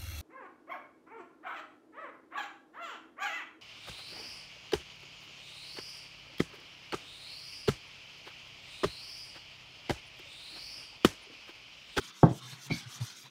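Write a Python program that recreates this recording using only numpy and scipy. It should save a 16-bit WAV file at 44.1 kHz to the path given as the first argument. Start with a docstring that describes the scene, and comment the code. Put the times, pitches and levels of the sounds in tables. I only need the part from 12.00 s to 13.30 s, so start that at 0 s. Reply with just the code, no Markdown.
"""A sanding block rubs to and fro along a painted wooden rolling pin on a craft table.
From the start: grit rasp (random clicks), brighter with stroke speed, over a steady low noise rumble;
judders (wobbling low tones plus scrape noise) come and go to the end. At 0.23-0.31 s the pin knocks the
table (force pulses into wood modes and a short room tail). Near 0.7 s: one squeak (unsteady partials),
with fainter knocks."""
import sys
import numpy as np
from scipy import signal
from scipy.fft import rfft, irfft
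from scipy.io import wavfile

SR = 44100
rng = np.random.default_rng(int(sys.argv[2]) if len(sys.argv) > 2 else 0)


def store_pcm(level_fs):
    """Save levels as 16-bit WAV."""
    pcm = np.round(np.clip(level_fs, -1, 1) * 32767).astype(np.int16)
    wavfile.write(sys.argv[1], SR, np.atleast_2d(pcm).T)


N = 57330


def undb(db):
    """Decibels to gain."""
    return 10 ** (np.asarray(db) / 20)


def unit(x):
    """Scale to rms 1."""
    return x / np.sqrt(np.mean(x ** 2))


def colour(x, points):
    """Filter by (f/Hz, level/dB) points, interpolated over log frequency."""
    hz, db = np.array(points, float).T
    f_hz = np.maximum(np.fft.rfftfreq(N, 1 / SR), 1)
    gain = undb(np.interp(np.log(f_hz), np.log(hz), db))
    return irfft(rfft(x) * gain, N)


def bands(x, count):
    """Split into overlapping bands that sum to the whole: (centre Hz, signal)."""
    centres_hz = np.geomspace(150, 16000, count)
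    log_f = np.log(np.maximum(np.fft.rfftfreq(N, 1 / SR), 1))
    spectrum = rfft(x)
    split = []
    for hz, corner in zip(centres_hz, np.eye(count)):
        weight = np.interp(log_f, np.log(centres_hz), corner)
        split.append((hz, irfft(spectrum * weight, N)))
    return split


def walk(points_per_s):
    """Random drift: straight lines between random points, rms near 1."""
    position = np.arange(N) / SR * points_per_s
    return 1.2 * np.interp(position, np.arange(N), rng.standard_normal(N))


# block strokes: start t/s, fastest t/s, end t/s, level/dB, treble/dB
STROKE_LIST = [(-.02, 0.063, 0.12, 0.5, -6.5), (0.116, 0.207, 0.29, -3.5, -5.5),
               (0.268, 0.376, 0.41, -6, 3), (0.388, 0.5, 0.572, 0.5, -3.5), (0.562, 0.663, 0.69, -2.5, 1),
               (0.696, 0.756, 0.852, 2.5, -1.5), (0.853, 0.955, 0.997, 0, -1), (0.996, 1.027, 1.17, 1, -1),
               (1.135, 1.192, 1.29, -4.5, 1)]
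# relative rasp spectrum at full speed: f/Hz, level/dB
RASP_SPECTRUM = [(200, -3.5), (500, -15), (1000, -6), (1450, -2.5), (1850, -8), (2300, -3), (2650, -3),
                 (3300, 1), (4200, -0.5), (4900, -3), (6200, 0), (8100, -9.5), (9200, -6), (10300, -13.5),
                 (12000, -12), (15500, -18.5)]
RASP_DB, REST_DB, SPEED_EXPONENT = -48.5, -4.5, 0.91  # REST_DB: extra level at standstill
# rise from standstill to full speed: below 3 kHz, from 12 kHz up
SPEED_BASS_DB, SPEED_TREBLE_DB = 1.5, 21.5
GRIT_PER_S, GRIT_SPREAD_DB = 12000, 2
FLICKER_DB, FLICKER_PER_S = 1.9, 60


def rasp(t):
    """Grit catches on the paint; each stroke speeds up and slows down, and treble follows speed."""
    speed, weight, load, bright = np.zeros(N), 0, 0, 0
    for start, fastest, end, db, treble_db in STROKE_LIST:
        # -1 at start, 0 at fastest, 1 at end
        u = (t - fastest) / np.where(t < fastest, fastest - start, end - fastest)
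        arc = np.cos(np.pi / 2 * np.clip(u, -1, 1)).clip(0)
        speed = np.maximum(speed, arc ** SPEED_EXPONENT)
        share = 1 / (1 + u ** 16)
        weight = weight + share
        load = load + share * db
        bright = bright + share * treble_db
    load_db, bright_db = load / weight, bright / weight

    caught = rng.random(N) < GRIT_PER_S / SR
    sign = rng.choice([-1, 1], N)
    size_db = GRIT_SPREAD_DB * np.minimum(rng.exponential(size=N), 5)
    grit = caught * sign * undb(size_db)

    out = 0
    for hz, band in bands(unit(colour(travel(grit, t), RASP_SPECTRUM)), count=24):
        high = np.clip(np.log2(hz / 3000) / 2, 0, 1)  # 0 at 3 kHz, 1 at 12 kHz
        swing_db = SPEED_BASS_DB + high * (SPEED_TREBLE_DB - SPEED_BASS_DB)
        flicker_db = FLICKER_DB * walk(FLICKER_PER_S)
        out = out + band * undb(load_db + high * bright_db + swing_db * (speed - 1) + flicker_db)
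    rest_gain = 1 + (undb(REST_DB) - 1) * np.exp(-speed / .1)
    return undb(RASP_DB) * out * rest_gain


RIPPLE_DB, RIPPLE_HZ, SPOT_S = 4.5, 119.36, 0.068  # peak spread, peak spacing, time per spot


def travel(x, t):
    """Each contact spot rings with its own narrow peaks; one fades into the next every SPOT_S."""
    f_hz, spectrum, out = np.fft.rfftfreq(N, 1 / SR), rfft(x), 0
    for k, row in enumerate(rng.standard_normal((36, 400))):
        ripple = undb(RIPPLE_DB * np.interp(f_hz / RIPPLE_HZ, np.arange(len(row)), row))
        near = np.sqrt(np.clip(1 - np.abs(t / SPOT_S - k), 0, 1))
        out = out + near * irfft(spectrum * unit(ripple), N)
    return out


# pin on table: t/s, level/dB, contact time/s
KNOCK_LIST = [(0.2306, -27.5, 0.00055), (0.2331, -7, 0.0008), (.2354, -5, 0.002), (.2412, 0.3, 0.0038),
              (0.2648, -21, 0.0014), (0.3121, -23.5, 0.0016), (0.7006, -35, 0.0018), (0.706, -31, 0.00077),
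              (0.7116, -20, 0.004), (0.7191, -14.5, 0.0044), (0.741, -23, 0.00417)]
# modes of pin and table: f/Hz, relative level/dB, t60/s
WOOD_MODES = [(116, -32.5, 0.11), (176.4, -4.5, 0.11), (233.2, -14.5, 0.23), (302.8, 5, 0.063),
              (402, -5.5, 0.067), (532, -6.5, 0.073), (575, -8.5, 0.15), (701, -3.5, 0.1),
              (775, 0.5, 0.045), (883, 0, 0.054), (1100, -3.5, 0.076), (1264, -4, 0.042), (1371, -8, 0.069),
              (1560, -10, 0.097)]
# relative spectrum of the diffuse table and room ring: f/Hz, level/dB
TAIL_SPECTRUM = [(40, -7), (80, -10), (120, -4.5), (300, -4), (450, -11), (800, -7), (1300, -15.5),
                 (1900, -11.5), (4000, -37)]
TAIL_DB, TAIL_BUILD_S = -13, 0.011
TAIL_LOW_T60_S, TAIL_HIGH_T60_S = 0.22, 0.26  # at 150 Hz, 1500 Hz


def knocks(t):
    """Each contact pushes the wood for a moment: the longer the push, the duller the knock."""
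    force = np.zeros(N)
    for at, db, contact_s in KNOCK_LIST:
        push = np.exp(-((t - at) / (contact_s / np.pi)) ** 2)
        force += undb(db) * push / push.sum()

    wood = 0
    for hz, db, t60_s in WOOD_MODES:
        wood = wood + undb(db) * np.sin(2 * np.pi * hz * t) * undb(-60 * t / t60_s)

    tail = 0
    for hz, band in bands(unit(colour(rng.standard_normal(N), TAIL_SPECTRUM)), count=8):
        t60_s = np.interp(np.log(hz), np.log([150, 1500]), [TAIL_LOW_T60_S, TAIL_HIGH_T60_S])
        tail = tail + band * np.exp(-np.log(1000) * t / t60_s)
    build = 1 - np.exp(-t / TAIL_BUILD_S)
    ring = wood / 2 + undb(TAIL_DB) * tail * build
    return signal.fftconvolve(force, ring)[:N]


# dragging block: peak t/s, rise/s, fall/s, f/Hz, level/dB, scrape level/dB
JUDDER_LIST = [(.005, 0.013, 0.008, 116, -49.5, -78), (0.313, 0.013, 0.017, 110, -33, -57),
               (.465, 0.06, 0.031, 124, -49, -76), (.53, 0.0084, 0.012, 135, -41.5, -52),
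               (.56, 0.03, 0.057, 130, -56.5, -60), (.68, 0.021, 0.026, 136, -50.5, -55.5),
               (.868, 0.011, 0.014, 122.2, -41, -79), (.965, 0.014, 0.059, 131, -56.5, -60.5),
               (1.015, 0.0096, 0.02, 117.4, -28, -53.5), (1.26, 0.021, 0.017, 134.5, -56.5, -56.5)]
# relative spectrum of the scrape at each slip: f/Hz, level/dB
SCRAPE_SPECTRUM = [(30, 3), (120, 7), (300, 2.5), (500, -8), (1000, 6), (1450, -6.5), (2000, 1.5),
                   (3500, -10), (8000, -35)]
JUDDER_WOBBLE, JUDDER_OVERTONE_DB = 0.049, -29.5  # wobble: fraction of f


def judders(t):
    """The block sticks and slips for a few cycles, shaking the table and scraping at each slip."""
    out, scrape = 0, unit(colour(rng.standard_normal(N), SCRAPE_SPECTRUM))
    for at, rise_s, fall_s, hz, db, scrape_db in JUDDER_LIST:
        phase = 2 * np.pi * np.cumsum(hz * (1 + JUDDER_WOBBLE * walk(200))) / SR
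        swell = np.exp(-((t - at) / np.where(t < at, rise_s, fall_s)) ** 2)
        shake = np.sqrt(2) * (np.sin(phase) + undb(JUDDER_OVERTONE_DB) * np.sin(2 * phase))
        slips = scrape * (1 + .5 * np.sin(phase))
        out = out + swell * (undb(db) * shake + undb(scrape_db) * slips)
    return out


# squeak partials, lowest is a groan: f/Hz, width/Hz, relative level/dB, rise/s, t60/s
SQUEAK_PARTIALS = [(323.2, 22, 3, 0.0093, 0.091), (2212, 70, -0.5, 0.0071, 0.27),
                   (2334, 99, -0.5, 0.017, 0.2), (3135, 28, -10.5, 0.0074, 0.11),
                   (3990, 44, -11, 0.018, 0.1), (4330, 174, -10.5, 0.043, 0.045),
                   (4580, 200, -5, 0.03, 0.069)]
SQUEAK_START_S, SQUEAK_HOLD_S = .699, 0.0075
SQUEAK_ROUGH_DB, SQUEAK_DB = 6, -38.5


def squeak(t):
    """The block bites at a stroke's start; each rough partial builds and dies at its own pace."""
    age, out = t - SQUEAK_START_S, 0
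    for hz, width_hz, db, rise_s, t60_s in SQUEAK_PARTIALS:
        fading_s = np.maximum(age - rise_s - SQUEAK_HOLD_S, 0)
        envelope = np.clip(age / rise_s, 0, 1) * np.exp(-np.log(1000) * fading_s / t60_s)
        tone = np.sin(2 * np.pi * np.cumsum(hz + width_hz / 2 * walk(250)) / SR)
        rough_db = SQUEAK_ROUGH_DB * np.clip(walk(350), -1, 1)
        out = out + envelope * undb(db + rough_db) * tone
    return undb(SQUEAK_DB) * out


# relative spectrum of the table rumble: f/Hz, level/dB
RUMBLE_SPECTRUM = [(25, -2.5), (70, -22), (120, -8), (170, -9), (280, -7), (500, -17), (1500, -34.5)]
RUMBLE_DB = -68.5


def rumble():
    """Low table rumble under the rubbing: steady coloured noise."""
    return undb(RUMBLE_DB) * unit(colour(rng.standard_normal(N), RUMBLE_SPECTRUM))


def scene():
    """Sum of all sources, one channel."""
    t = np.arange(N) / SR
    return (rasp(t) + knocks(t) + judders(t) + squeak(t) + rumble())[None]


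LOW_CUT_HZ, BASS_LEAK_DB, TOP_HZ = 101, -19.5, 15700


def record(dry):
    """The microphone thins the deep bass, leaking a little past the low cut, and cuts the top."""
    low_cut = signal.butter(4, LOW_CUT_HZ, "high", fs=SR, output="sos")
    thin = signal.sosfilt(low_cut, dry) + undb(BASS_LEAK_DB) * dry
    top_cut = signal.ellip(10, .2, 80, TOP_HZ, fs=SR, output="sos")
    return signal.sosfilt(top_cut, thin)


dry = scene()
out = record(dry)
store_pcm(out)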